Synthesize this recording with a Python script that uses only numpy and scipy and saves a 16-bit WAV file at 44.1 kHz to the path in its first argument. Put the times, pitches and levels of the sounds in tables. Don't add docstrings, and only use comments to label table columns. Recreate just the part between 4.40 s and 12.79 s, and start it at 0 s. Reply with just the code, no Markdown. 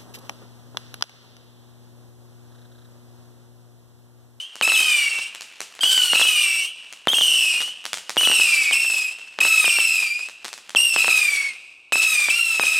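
import sys
import numpy as np
from scipy import signal
from scipy.fft import rfft, irfft, next_fast_len
from scipy.io import wavfile

SR = 44100
rng = np.random.default_rng(int(sys.argv[2]) if len(sys.argv) > 2 else 0)


def store_wav(level_fs):
    pcm = np.round(np.clip(np.atleast_2d(level_fs), -1, 1) * 32767)
    wavfile.write(sys.argv[1], SR, pcm.T.astype(np.int16))


N = 369999
LEAD = SR // 2
TOTAL = N + LEAD

# (end of opening squeal [s], burn after squeal [s], tube pitch [Hz], speed limit [m/s],
#   pitch rise at burn-out [share], relative level [dB], level drop by burn-out, negative swells [dB],
#   odd-partial balance [dB], opening squeal [s])
ROCKET_FLIGHTS = [ (-.48, .56, 3330, 96, 0.27, -20.5, 14, -15, .004),
                  (.23, 0.68, 2726, 74, 0.012, -19.5, 21, 1.5, .01),
                  (.302, 0.433, 2770, 110, 0, -24.5, -2, 2.5, 0.015),
                  (.362, .55, 3207, 84, 0.093, -24, 5, -5.5, 0.021),
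                  (1.408, .55, 3378, 110, 0, -25, 5, 2.5, .001),
                  (1.436, .44, 3130, 53, .02, -18, 4.5, -1.5, .005),
                  (1.75, .54, 2735, 88, 0.048, -21, 13, 2, 0.0074),
                  (1.794, .35, 3006, 80, 0.011, -28.5, -2, -4.5, 0.023),
                  (1.836, .48, 3090, 92, .2, -22.5, 4.5, -12, .02),
                  (1.882, .43, 3089, 81, 0.32, -26, 6, -40, .02),
                  (2.685, .56, 3360, 130, .02, -21.5, 10, -20, 0.0038),
                  (2.745, 0.474, 2990, 87, 0, -23.5, 0.5, -16, .008),
                  (2.738, 0.487, 3290, 96, 0.012, -24.5, 7, -19, .024),
                  (2.83, .51, 3107, 53, 0.13, -23, 5.5, -9, 0.023),
                  (3.779, 0.56, 3100, 142, 0.0085, -18.5, 7.5, -21, 0.0058),
                  (3.836, .61, 2758, 94, .02, -26.5, 5.5, 7, 0.017),
                  (3.869, .5, 3090, 105, 0, -24.5, 0, -4, .028),
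                  (4.016, .47, 2798, 68, .04, -22.5, 7, -3, .012),
                  (4.336, .42, 2840, 81, .08, -19.5, 10.5, -14, 0.016),
                  (5.006, .48, 2726, 70.5, .03, -17.5, 17.5, 1, 0.0032),
                  (5.047, 0.51, 2730, 95, 0, -25, 20, 2, 0.024),
                  (5.083, 0.27, 2742, 112, 0, -27.5, 0, 7, 0.019),
                  (5.26, .64, 2850, 80, .15, -22, 8, -29, .012),
                  (5.305, 0.37, 2854, 74, 0, -23, 4, -8, 0.019),
                  (5.409, .33, 2798, 82, .06, -23, 10, -0.5, 0.014),
                  (6.365, .35, 2927, 112, .03, -18, 13, -20.5, 0.008),
                  (6.584, 0.53, 2753, 98, 0.013, -21, 4, 0, .01),
                  (6.668, 0.27, 2740, 113, 0, -27, 8, 5.5, 0.013),
                  (6.703, 0.47, 2633, 112, .05, -22, 16.5, -0.5, .012),
                  (7.529, 0.485, 2722, 66, 0.0038, -18, 9, 0.5, 0.0057),
                  (7.58, 0.33, 2665, 98, .02, -28.5, -9, 5, .012),
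                  (7.903, .56, 2844, 60, .03, -20.5, 5, -1.5, 0.0091),
                  (8.224, 0.32, 2662, 72, .03, -22, 10, 3, 0.0041),
                  (8.262, .46, 2692, 62, .03, -24, 18, 2, 0.013)]
# (frequency [Hz], level [dB])
TUBE_RESPONSE = [(1100, -31), (1330, -21.5), (1550, -21), (3300, -18.5), (3950, -14.5), (5400, -15),
                 (6200, -19.5), (6900, -22.5), (7800, -15), (8500, -10), (9500, -21.5), (11000, -24),
                 (13500, -24.5), (16000, -36)]
# (frequency [Hz], relative density [dB])
JET_SPECTRUM = [(60, 9), (200, -16.5), (450, -4), (1200, 0), (2000, -1), (2700, 10.5), (3800, 7.5),
                (5300, 7.5), (6800, 4.5), (8400, 11), (10500, 0.5), (14000, -24), (16000, -6)]
# (frequency [Hz], relative density [dB])
FUSE_SPECTRUM = [(200, 5), (800, 12.5), (3000, 18), (8000, 7), (11000, 0), (16000, -15)]
# (time [s], level [dB])
FUSE_LEVEL = [(0, -55.5), (1.2, -51), (2.6, -56), (3.6, -53.5), (4.9, -52.5), (6.2, -57), (7.1, -50),
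              (7.5, -73), (8.4, -46)]
# (frequency [Hz], relative density [dB])
NIGHT_SPECTRUM = [(20, 32), (60, 24), (150, 4), (400, 7), (1200, 10), (4000, -33), (16000, -23)]
# (time [s], relative level [dB])
REPORTS = [(.156, -12.5), (0.736, -12), (0.7568, -11), (0.781, -12), (0.7874, -8), (0.9491, -12.5),
           (1.009, -7), (1.2051, -2.5), (1.352, -19.5), (1.5772, -2), (2.5266, -12.5), (3.1376, -14),
           (3.1462, -14), (3.1779, -13), (3.2051, -4.5), (3.2176, -3.5), (3.2788, -14), (3.442, -19),
           (3.4542, -3.5), (3.532, 1), (3.5728, -7.5), (3.695, -2), (3.761, -11.5), (4.447, -9.5),
           (4.5007, -7), (4.5357, -9), (4.713, -22), (4.7863, -19), (5.61, -16), (5.6272, -8),
           (5.793, -12.5), (5.8873, -12), (6.046, -9.5), (6.0517, -7), (6.0816, -14), (6.13, -8),
           (6.1781, -16.5), (6.2944, -11.5)]
# (frequency [Hz], relative density [dB])
REPORT_SPECTRUM = [(100, 3), (600, 5.5), (3000, 15.0), (8000, 15.0), (15000, 3.0)]
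# (time [s], relative level [dB], blast time constant [ms])
LIFT_CHARGES = [(0.2122, 6.5, 0.13), (0.2771, 3.5, 0.12), (.32, 3.5, 0.1), (0.404, 3, 0.052),
                (1.3918, -8.5, 0.11), (1.4338, 4.5, 0.099), (1.7339, 4.5, 0.17), (1.757, -5, 0.21),
                (1.797, 2, 0.12), (1.8145, 1, 0.16), (1.8523, -3.5, 0.11), (2.6722, 7, 0.27),
                (2.7335, -1.5, 0.21), (2.7846, -4.5, 0.16), (2.811, -4, 0.19), (3.7687, 2.5, 0.26),
                (3.8107, 4, 0.093), (3.8319, -4.5, 0.15), (3.874, 0.5, 0.2), (3.8996, -8, 0.41),
                (3.9153, 5, 0.1), (3.9988, -5.5, 0.21), (4.311, 2, 0.094), (4.9886, 2, 0.14),
                (5.015, 4.5, 0.063), (5.0518, 3, 0.13), (5.2438, 1, 0.11), (5.2794, -5, 0.27),
                (5.387, -1, 0.16), (6.3495, 1, 0.21), (6.5625, 4.5, 0.16), (6.6449, 3, 0.11),
                (6.681, 4, 0.15), (7.5228, 4.5, 0.14), (7.5566, 0.5, 0.17), (7.8859, -1, 0.15),
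                (8.1968, 5, 0.19), (8.2361, -4, 0.2)]
# (frequency [Hz], relative density [dB])
PUFF_SPECTRUM = [(50, -49), (250, -1.0), (900, 1.5), (3000, -2.0), (12000, -35)]
# (frequency [Hz], t60 [s])
TREE_DECAY = [(100, 2.3), (900, 0.7), (2150, 0.55), (2750, 1.77), (4500, 1.06), (8500, 1.03), (11000, .45),
              (15000, 0.28)]
# (frequency [Hz], gain [dB])
SIDE_GAIN = [(60, -16), (500, -37), (1400, -39), (2700, -47), (4500, -36), (8500, -37.5), (14000, -24)]

COLD_FLAT, WARM_S = .072, .035
CLIMB_S, CLIMB_POWER = .32, 1.72
BURNOUT_S, RELEASE_S = .21, 0.083
FLARE_DB, FLARE_S = 3.0, 0.018
DROP_POWER = 2.07
ECHO_S, ECHO_SCATTER_S = .009, .0008
SOUND_SPEED_M_S = 343
TOP_HZ = 15800


def undb(db):
    return 10 ** (np.asarray(db) / 20)


def read(table, hz):
    table_hz, value = np.transpose(table)
    return np.interp(np.log(np.maximum(hz, 1)), np.log(table_hz), value)


def colour(x, spectrum):
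    size = next_fast_len(len(x))
    gain = undb(read(spectrum, np.fft.rfftfreq(size, 1 / SR)))
    return irfft(rfft(x, size) * gain, size)[:len(x)]


def noise(spectrum, size):
    y = colour(rng.standard_normal(size), spectrum)
    return y / y.std()


def walk(t, rate_hz):
    return np.interp((t - t[0]) * rate_hz, np.arange(8192), rng.standard_normal(8192))


def add(track, start_s, sound):
    i = max(int(round(start_s * SR)) + LEAD, 0)
    part = sound[:max(TOTAL - i, 0)]
    track[i:i + len(part)] += part


def lowpass(x, hz):
    return signal.sosfilt(signal.butter(2, min(hz, SR / 2 - 1), fs=SR, output="sos"), x)


def blast(length_ms):
    t = np.arange(512) / SR
    return -np.diff(t * np.exp(-t * 1000 / length_ms)) * SR


def flight_pitch(age, burn_s, tube_hz, speed_m_s, hook):
    warm = 1 - COLD_FLAT * np.exp(-age / WARM_S)
    receding_m_s = speed_m_s * (1 - np.exp(-(age / CLIMB_S) ** CLIMB_POWER))
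    doppler = 1 / (1 + receding_m_s / SOUND_SPEED_M_S)
    burnout = 1 + hook * np.maximum(1 + (age - burn_s) / BURNOUT_S, 0) ** 2
    return tube_hz * warm * doppler * burnout


def flight_db(age, burn_s, level_db, drop_db):
    return level_db + FLARE_DB * np.exp(-age / FLARE_S) - drop_db * (age / burn_s) ** DROP_POWER


def ground_lag(age, speed_m_s=26, thrust_m_s2=60, range_m=12, mic_height_m=1.6):
    start_m_s = speed_m_s * (1 + 0.0862 * rng.standard_normal())
    height_m = start_m_s * age + thrust_m_s2 * age ** 2 / 2 + 0.329
    sine = height_m / np.hypot(height_m, range_m)
    return 2 * mic_height_m * sine / SOUND_SPEED_M_S


def rocket_tone(t, age, hz, burn_s, odd_db, fresh, spent_db,
                rough=0.064, rough_growth=0.13, flutter_db=2.11, patchy_db=4, even_gain=0.19,
                fresh_db=-0.5, even_start_db=2.5, odd_spent=0.36, undertone_db=-1.0, broken_db=4.0):
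    unrest = (rough + rough_growth * np.minimum(age, .25)) * undb(odd_db / 3)
    phase = np.pi * np.cumsum(hz) / SR + unrest * walk(t, 1800)
    even_level_db = -even_gain * odd_db
    odd_level_db = odd_db - even_start_db * fresh - odd_spent * spent_db + patchy_db * walk(t, 45.7)
    family_db = (even_level_db, odd_level_db)
    tone = 0
    for k in range(1, 12):
        partial_db = 0
        if k != 2:
            partial_db = read(TUBE_RESPONSE, k * hz / 2) + family_db[k % 2]
            partial_db = partial_db + fresh_db * fresh * (k > 2) - spent_db * max(k - 2, 2) / 5
        partial_db = partial_db + flutter_db * np.sqrt(k / 2) * walk(t, 300)
        if k == 1:
            partial_db = partial_db + undertone_db + broken_db * walk(t, 30)
        tone = tone + np.sqrt(2) * undb(partial_db) * np.sin(k * phase) * (k * hz < SR)
    return tone


def rocket(row, rush, squeal=.23, jitter=0.0105, waver=0.00687, wander=0.003967, fray=0.0086,
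           surge_db=0.58, jet_db=-11.5, dulling_db=8, ground=0.68, fresh_s=0.18, calm_db=3.0):
    _, burn_s, tube_hz, speed_m_s, hook, level_db, drop_db, odd_db, squeal_s = row
    t = np.arange(-squeal_s, burn_s + 0.0093, 1 / SR)
    age = np.maximum(t, 0)
    pitch_drop = 1 + squeal * np.sin(np.pi / 2 * np.clip(-t / squeal_s, 0, 1))
    tremble = jitter * walk(t, 900) + waver * walk(t, 70.34) + wander * walk(t, 16)
    tremble = tremble + fray * (age / burn_s) ** 2 * walk(t, 251.2)
    hz = flight_pitch(age, burn_s, tube_hz, speed_m_s, hook) * pitch_drop * (1 + tremble)
    fresh = np.exp(-age / fresh_s)
    spent_db = dulling_db * (age / .5) ** 3
    tone = rocket_tone(t, age, hz, burn_s, odd_db, fresh, spent_db)
    spit_db = 2.25 * walk(t, 500) + 3.6 * walk(t, 60.3)
    jet = undb(jet_db - calm_db * fresh - 0.17 * spent_db + spit_db) * rush[:len(t)]
    attack = np.clip((t - t[0]) / (0.52 * squeal_s + 0.0012), 0, 1)
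    release = np.clip((t[-1] - t) / RELEASE_S, 0, 1)
    level = undb(flight_db(age, burn_s, level_db, drop_db) + surge_db * walk(t, 26.5))
    direct = (tone + jet) * attack * release * level
    reflected = np.interp(t - ground_lag(age), t, direct, left=0)
    return (direct + ground * reflected) / np.hypot(1, ground)


def whistles(whistle_db=-0.18, low_s=0.32, low_gain=1.44):
    out, among_trees = np.zeros(TOTAL), np.zeros(TOTAL)
    for row in ROCKET_FLIGHTS:
        ignition_s = row[0] - row[-1]
        sound = undb(whistle_db) * rocket(row, noise(JET_SPECTRUM, size=SR))
        tree_share = low_gain * np.exp(-np.arange(len(sound)) / SR / low_s)
        add(out, ignition_s, sound)
        add(among_trees, ignition_s, sound * tree_share)
    return out, among_trees


def fuses(sputter_db=4.5, swell_db=2):
    t = (np.arange(TOTAL) - LEAD) / SR
    level_db = np.interp(t, *np.transpose(FUSE_LEVEL))
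    level_db = level_db + sputter_db * walk(t, 400) + swell_db * walk(t, 12)
    return noise(FUSE_SPECTRUM, size=TOTAL) * undb(level_db)


def night_air(night_db=-59):
    return undb(night_db) * noise(NIGHT_SPECTRUM, size=TOTAL)


def cracks(blast_ms=0.1, air_hz=10000, burst_db=-16, burst_s=0.0013, echo_db=-4, echo_hz=9000,
           scatter_db=-31, scatter_s=0.039):
    out, t = np.zeros(TOTAL), np.arange(SR // 4) / SR
    for start_s, db in REPORTS:
        hiss = noise(REPORT_SPECTRUM, size=len(t))
        front = blast(blast_ms)
        burst = (hiss[::-1] * np.exp(-t / burst_s))[:len(front)]
        report = front + undb(burst_db) * burst
        echo_s = start_s + ECHO_S + ECHO_SCATTER_S * rng.standard_normal()
        add(out, start_s, undb(db) * report)
        add(out, echo_s, undb(db + echo_db) * lowpass(report, echo_hz))
        add(out, echo_s, undb(db + scatter_db) * hiss * np.exp(-t / scatter_s))
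    return lowpass(out, air_hz)


def launches(muffle_hz=4200, click_hz=750, click_s=0.000087, click_db=-15, puff_db=-37, puff_s=0.036):
    out, t = np.zeros(TOTAL), np.arange(SR // 8) / SR
    for start_s, db, length_ms in LIFT_CHARGES:
        sine_hz = click_hz * (1 + 0.05 * rng.standard_normal())
        click = np.sin(2 * np.pi * sine_hz * t) * np.exp(-t / click_s)
        puff = noise(PUFF_SPECTRUM, size=len(t)) * np.exp(-t / puff_s)
        add(out, start_s, undb(db) * blast(length_ms))
        add(out, start_s, undb(db) * (undb(click_db) * click + undb(puff_db) * puff))
    return lowpass(out, muffle_hz)


def trees(x, far_db=-21, build_s=0.086, near_db=-18, near_s=0.14, edge_db=-29, edge_s=0.23,
          edge_spread_s=0.19):
    size = 2 * SR
    t, hz = np.arange(size) / SR, np.fft.rfftfreq(size, 1 / SR)
    white, tail = rfft(rng.standard_normal(size)), 0
    centres_hz, t60s = np.transpose(TREE_DECAY)
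    for share, t60_s in zip(np.eye(len(t60s)), t60s):
        band = irfft(white * read(np.c_[centres_hz, share], hz), size)
        tail = tail + band * np.exp(-np.log(1000) * t / t60_s)
    tail = tail * (1 - np.exp(-t / build_s))
    near = rng.standard_normal(size) * np.exp(-t / near_s) * (1 - np.exp(-t / 0.0012))
    edge = lowpass(rng.standard_normal(size), 5600) * np.exp(-((t - edge_s) / edge_spread_s) ** 2 / 2)
    parts = [(far_db, tail), (near_db, near), (edge_db, edge)]
    reply = sum(undb(db) * part / np.linalg.norm(part) for db, part in parts)
    return signal.fftconvolve(x, reply)[:TOTAL]


def widen(mid, smear_s=0.0037):
    size = SR // 20
    smear = rng.standard_normal(size) * np.exp(-np.arange(size) / SR / smear_s)
    smeared = signal.fftconvolve(mid, smear / np.linalg.norm(smear))[:TOTAL]
    side = colour(smeared, SIDE_GAIN)
    return np.array([mid + side, mid - side])


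def scene():
    flight, among_trees = whistles()
    background = fuses() + night_air()
    pops = cracks() + launches()
    mid = flight + background + pops + trees(among_trees + pops)
    return widen(mid)[:, LEAD:]


def record(dry):
    thin = signal.sosfilt(signal.butter(2, 165, "high", fs=SR, output="sos"), dry)
    clipped = np.clip(thin, -.95, .95)
    return signal.sosfilt(signal.ellip(8, .2, 70, TOP_HZ, fs=SR, output="sos"), clipped)


dry = scene()
out = record(dry)
store_wav(out)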